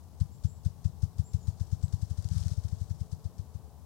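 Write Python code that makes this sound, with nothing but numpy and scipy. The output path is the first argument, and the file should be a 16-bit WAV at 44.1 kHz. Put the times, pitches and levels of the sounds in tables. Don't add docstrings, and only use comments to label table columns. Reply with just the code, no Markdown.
import sys
import numpy as np
from scipy import signal
from scipy.fft import rfft, irfft
from scipy.io import wavfile
from scipy.ndimage import uniform_filter1d

SR = 44100
rng = np.random.default_rng(int(sys.argv[2]) if len(sys.argv) > 2 else 0)


def digitize_waveform(pressure):
    field = np.atleast_2d(pressure).T
    bounded = np.clip(field, -1, 1)
    quanta = np.round(bounded * 32767).astype(np.int16)
    wavfile.write(sys.argv[1], SR, quanta)


N = 169785
T = np.arange(N) / SR


def undb(db):
    return 10 ** (np.asarray(db) / 20)


def level_at(points):
    time, db = np.array(points).T
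    return np.interp(T, time, db)


def noise(points):
    hz, db = np.array(points, float).T
    f = np.fft.rfftfreq(N, 1 / SR) + 1
    gain = undb(np.interp(np.log(f), np.log(hz), db))
    x = irfft(rfft(rng.standard_normal(N)) * gain, N)
    return x / x.std()


def walk(rate):
    step = max(int(SR / rate), 1)
    held = np.repeat(rng.standard_normal(N // step + 1), step)
    x = uniform_filter1d(held, step)[:N]
    return x / x.std()


def on_left(x, right_db):
    return np.array([x, x * undb(right_db)])


def woods(x, t60, onset):
    decay = np.exp(-np.log(1000) * T / t60)
    build_up = 1 - np.exp(-(T / onset) ** 2)
    tail = rng.standard_normal(N) * decay * build_up
    unit_energy_tail = tail / np.sqrt(np.sum(tail ** 2))
    return signal.fftconvolve(x, unit_energy_tail)[:N]


# (frequency [Hz], relative density [dB per Hz])
MURMUR_COLOUR = [(20, -14), (45, -9), (80, 3.5), (130, -4.5), (220, 1), (350, -1.5), (550, -2.5),
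                 (800, -0.5), (1100, -6.5), (1400, -18), (2000, -29), (4000, -25.5), (15500, -33)]
RUMBLE_COLOUR = [(15, -45), (28, -24), (42, -18.5), (80, 3), (120, -12), (165, -6.5), (220, -19),
                 (400, -35), (1500, -54), (15500, -64)]
HISS_COLOUR = [(100, -12), (1500, -2), (2450, -8), (3300, -5), (5800, -3.5), (9000, -2), (12000, -3),
               (15500, -2.5)]
# (time [s], level [dB])
MURMUR_COURSE = [(0, -64.5), (1.0, -64.5), (1.7, -63), (2.4, -63.5), (3.2, -63), (3.85, -63)]
RUMBLE_LEFT_DB, RUMBLE_RIGHT_DB, HISS_LEFT_DB, HISS_RIGHT_DB = -47.5, -60, -67, -74.5


def background():
    murmur = noise(MURMUR_COLOUR) * undb(level_at(MURMUR_COURSE))
    left = undb(RUMBLE_LEFT_DB) * noise(RUMBLE_COLOUR) + undb(HISS_LEFT_DB) * noise(HISS_COLOUR)
    white_hiss = rng.standard_normal(N)
    right = undb(RUMBLE_RIGHT_DB) * noise(RUMBLE_COLOUR) + undb(HISS_RIGHT_DB) * white_hiss
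    return murmur + np.array([left, right])


# (start [s], end [s], mean frequency [Hz], mid-tone rms level before sway [dB])
HUM_TONES = [(.3, 0.947, 434, -74.5), (0.903, 1.847, 437, -72), (1.75, 2.997, 437, -75),
             (2.895, 3.793, 436, -70.5), (1.96, 3.112, 591, -75), (2.912, 3.897, 77.4, -66)]


def hum(waver=0.0019, sway_db=1.2, fade_s=0.11):
    x = np.zeros(N)
    for start, end, hz, db in HUM_TONES:
        fade = np.clip(np.minimum(T - start, end - T) / fade_s, 0, 1)
        envelope = fade * undb(db + sway_db * walk(6.1))
        phase = 2 * np.pi * np.cumsum(hz * (1 + waver * walk(12))) / SR
        x += np.sqrt(2) * envelope * np.sin(phase)
    return x


# (start [s], length [s], start frequency [Hz], end frequency [Hz],
#          direct mid-note rms level before fuzz [dB], level sent to the trees [dB])
CHIRP_NOTES = [(.312, 0.033, 6750, 7650, -69.5, -70), (0.46, 0.049, 6960, 7900, -69, -63.5),
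               (1.236, 0.05, 7000, 7600, -63, -61.5), (1.407, 0.056, 7090, 6950, -67, -67),
               (1.825, 0.038, 7480, 7800, -59.5, -67)]
CHIRP_FUZZ_DB, CHIRP_FUZZ_HZ = -10, 597
CHIRP_T60_S, CHIRP_RIGHT_DB = .38, -3


def small_bird(waver=0.00604, blur_hz=450):
    near, far = np.zeros(N), np.zeros(N)
    wobble = 1 + waver * walk(400)
    for at, length, start_hz, end_hz, db, far_db in CHIRP_NOTES:
        u = np.clip((T - at) / length, 0, 1)
        hz = (start_hz + (end_hz - start_hz) * np.sin(u * np.pi / 2)) * wobble
        envelope = np.sqrt(2 * 4 * u * (1 - u))
        note = envelope * np.sin(2 * np.pi * np.cumsum(hz) / SR)
        near += undb(db) * note
        far += undb(far_db) * note
    near = near * (1 + undb(CHIRP_FUZZ_DB) * walk(CHIRP_FUZZ_HZ))
    scattered = woods(far * walk(blur_hz), CHIRP_T60_S, onset=0.015)
    return on_left(near + scattered, CHIRP_RIGHT_DB)


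# (frequency [Hz], relative density [dB per Hz])
CHURN_COLOUR = [(15, -50), (28, -24), (40, -6), (70, -4), (120, -3.5), (165, 2.5), (185, -3.5), (215, -23),
                (300, -36), (1000, -70)]
DRAUGHT_COLOUR = [(10, -30), (25, -10), (38, 3), (52, -4), (80, -23), (300, -60)]
WHIR_S, WHIR_WIDTH_S = 2.4, 0.089
CHURN_DB, DRAUGHT_DB = -35.5, -56


def churn():
    swell = np.exp(-((T - WHIR_S) / WHIR_WIDTH_S) ** 2)
    churned = on_left(undb(CHURN_DB) * noise(CHURN_COLOUR), THUMP_RIGHT_DB)
    draught = undb(DRAUGHT_DB) * noise(DRAUGHT_COLOUR)
    return swell * (churned + draught)


# (time [s], thump level before THUMP_DB [dB], thump pitch [ratio],
#                                         swish level before SWISH_DB or LIFT_DB [dB])
STROKES = [(0.2132, -13, 1.0, -53.5), (0.4497, -13.5, 1.0, -52.5), (0.6615, -14, 1.0, -51.5),
           (0.8554, -13.2, 1.0, -52.5), (1.0333, -13.5, 0.99, -52.5), (1.1955, -14, 0.99, -53),
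           (1.3454, -14.5, 0.99, -53.5), (1.4832, -16, 0.96, -53), (1.6107, -17.5, 0.96, -54),
           (1.7285, -15.5, 0.99, -54.5), (1.838, -15, 1.0, -55), (1.9376, -15.5, 0.98, -53),
           (2.0282, -18, 0.97, -54.5), (2.111, -20, 0.95, -55.0), (2.1856, -20, 0.9, -55.5),
           (2.2544, -19, 0.97, -55.5), (2.3145, -18.0, 1.0, -56.5), (2.3648, -18.5, 0.98, -57),
           (2.4093, -20.5, 0.89, -53), (2.461, -17.6, 1.0, -55), (2.5164, -19, 1.0, -58.5),
           (2.5799, -19, 0.95, -62.5), (2.6495, -19.5, 0.93, -58), (2.7275, -19, 0.97, -59.5),
           (2.8146, -20.5, 0.92, -56), (2.9091, -19.5, 0.99, -56), (3.013, -19.7, 1, -57),
           (3.1281, -21.5, 1, -56.5), (3.2556, -22.5, 0.96, -59), (3.3947, -23, 0.97, -59.5),
           (3.554, -25.6, 0.99, -62.0)]
SWISH_DB, SWISH_LEAD_S, SWISH_ATTACK_S, SWISH_HOLD_S, SWISH_DECAY_S = -0.5, 0.015, 0.0039, 0.0052, 0.023
SWISH_TAIL_DB, SWISH_TAIL_S = -12, 0.033
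LIFT_DB, LIFT_LEAD_S, LIFT_WIDTH_S = -13, 0.023, 0.012


def swish_envelope(age):
    attack = np.minimum(age / SWISH_ATTACK_S, 1)
    body = np.exp(-np.maximum(age - SWISH_ATTACK_S - SWISH_HOLD_S, 0) / SWISH_DECAY_S)
    tail = undb(SWISH_TAIL_DB) * np.exp(-age / SWISH_TAIL_S)
    shape = attack * (body + tail)
    envelope = np.zeros(N)
    for at, _, _, db in STROKES:
        envelope += undb(db + SWISH_DB) * np.interp(T - at + SWISH_LEAD_S, age, shape, 0, 0)
        lift = np.maximum(1 - np.abs(T - at + LIFT_LEAD_S) / LIFT_WIDTH_S, 0)
        envelope += undb(db + LIFT_DB) * lift
    return envelope


# (frequency [Hz], relative density [dB per Hz])
FEATHER_COLOUR = [(300, -11.5), (900, -12.5), (1400, -5), (2000, -10), (2450, -15), (3100, -7.5),
                  (4200, -2.5), (5500, 1), (8500, -4), (10500, -11.5), (13000, -18.5), (15500, -25.5)]
# (time [s], level before flutter and grain [dB])
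RUSTLE_COURSE = [(0, -72), (1.2, -71.5), (1.7, -66.5), (2.15, -64.5), (2.27, -60.5), (2.35, -50),
                 (2.44, -54.5), (2.53, -55), (2.63, -61.5), (2.9, -65.5), (3.2, -71.5), (3.85, -74.5)]
# (time [s], level before the flick shape halves it [dB])
QUILL_FLICKS = [(1.814, -61), (1.8272, -43), (1.8811, -41.5), (1.946, -43), (2.2242, -40.5), (2.288, -35),
                (2.3824, -35.5), (2.428, -37), (2.436, -40), (2.482, -30.5), (2.683, -41), (2.687, -39.5)]
FLICK_DECAY_S = 0.0012
TICK_COUNT, TICK_DB, TICK_SCATTER_DB = 130, 7.5, 3.5
FEATHER_RIGHT_DB = -40.5


def feathers(grain_db=1.5, grain_rate=700, flutter_db=1.5, ragged_db=0.5):
    age = T[:SR // 2]
    rustle = undb(level_at(RUSTLE_COURSE) + flutter_db * walk(70))
    swish = swish_envelope(age) * undb(ragged_db * walk(180))
    grain = undb(grain_db * walk(grain_rate))
    envelope = np.hypot(rustle, swish) * grain

    flick = np.exp(-age / FLICK_DECAY_S) / 2
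    for at, db in QUILL_FLICKS:
        envelope += undb(db) * np.interp(T - at, age, flick, 0, 0)

    ticks = np.zeros(N)
    tick_db = TICK_DB + TICK_SCATTER_DB * rng.standard_normal(TICK_COUNT)
    ticks[rng.integers(0, N, TICK_COUNT)] = undb(tick_db)
    envelope += rustle * signal.fftconvolve(ticks, flick)[:N]
    return on_left(envelope * noise(FEATHER_COLOUR), FEATHER_RIGHT_DB)


# (delay [s], level relative to the direct pulse [dB])
NEAR_ECHOES = [(.0123, -6), (0.041, -17.5)]
AIR_HZ, AIR_Q = 124.45, 3.15
SOFT_HZ, LOW_CUT_HZ, HIGH_CUT_HZ = 90, 40, 210


def air_pulse(pitch, size=16384):
    f = np.fft.rfftfreq(size, 1 / SR) + 1e-3
    scaled_f = f / pitch
    s = 1j * scaled_f / AIR_HZ
    resonance = s / (1 + s / AIR_Q + s * s)
    soft_wing = 1 + (scaled_f / SOFT_HZ) ** 6
    low_cut = 1 + (LOW_CUT_HZ / f) ** 8
    high_cut = 1 + (f / HIGH_CUT_HZ) ** 24
    rounding = np.sqrt(soft_wing * low_cut * high_cut)
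    near = 1 + sum(undb(db) * np.exp(-2j * np.pi * f * delay) for delay, db in NEAR_ECHOES)
    pulse = np.roll(irfft(resonance / rounding * near), size // 2)
    return pulse / np.abs(pulse).max()


THUMP_DB, THUMP_RIGHT_DB = 1, -45
FOREST_DB, FOREST_RIGHT_DB, FOREST_T60_S, FOREST_ONSET_S = -17.5, -29, 1.4, 0.021


def thumps():
    x = np.zeros(N)
    for at, db, pitch, _ in STROKES:
        pulse = air_pulse(pitch)
        pulse_time = (np.arange(len(pulse)) - len(pulse) // 2) / SR
        x += undb(db + THUMP_DB) * np.interp(T - at, pulse_time, pulse, 0, 0)
    far_left = woods(x, FOREST_T60_S, FOREST_ONSET_S)
    far_right = undb(FOREST_RIGHT_DB) * woods(x, FOREST_T60_S, FOREST_ONSET_S)
    return on_left(x, THUMP_RIGHT_DB) + undb(FOREST_DB) * np.array([far_left, far_right])


def scene():
    return background() + hum() + small_bird() + churn() + feathers() + thumps()


def record(dry):
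    low_pass = signal.ellip(10, .1, 80, 15800, fs=SR, output="sos")
    return signal.sosfilt(low_pass, dry)


dry = scene()
out = record(dry)
digitize_waveform(out)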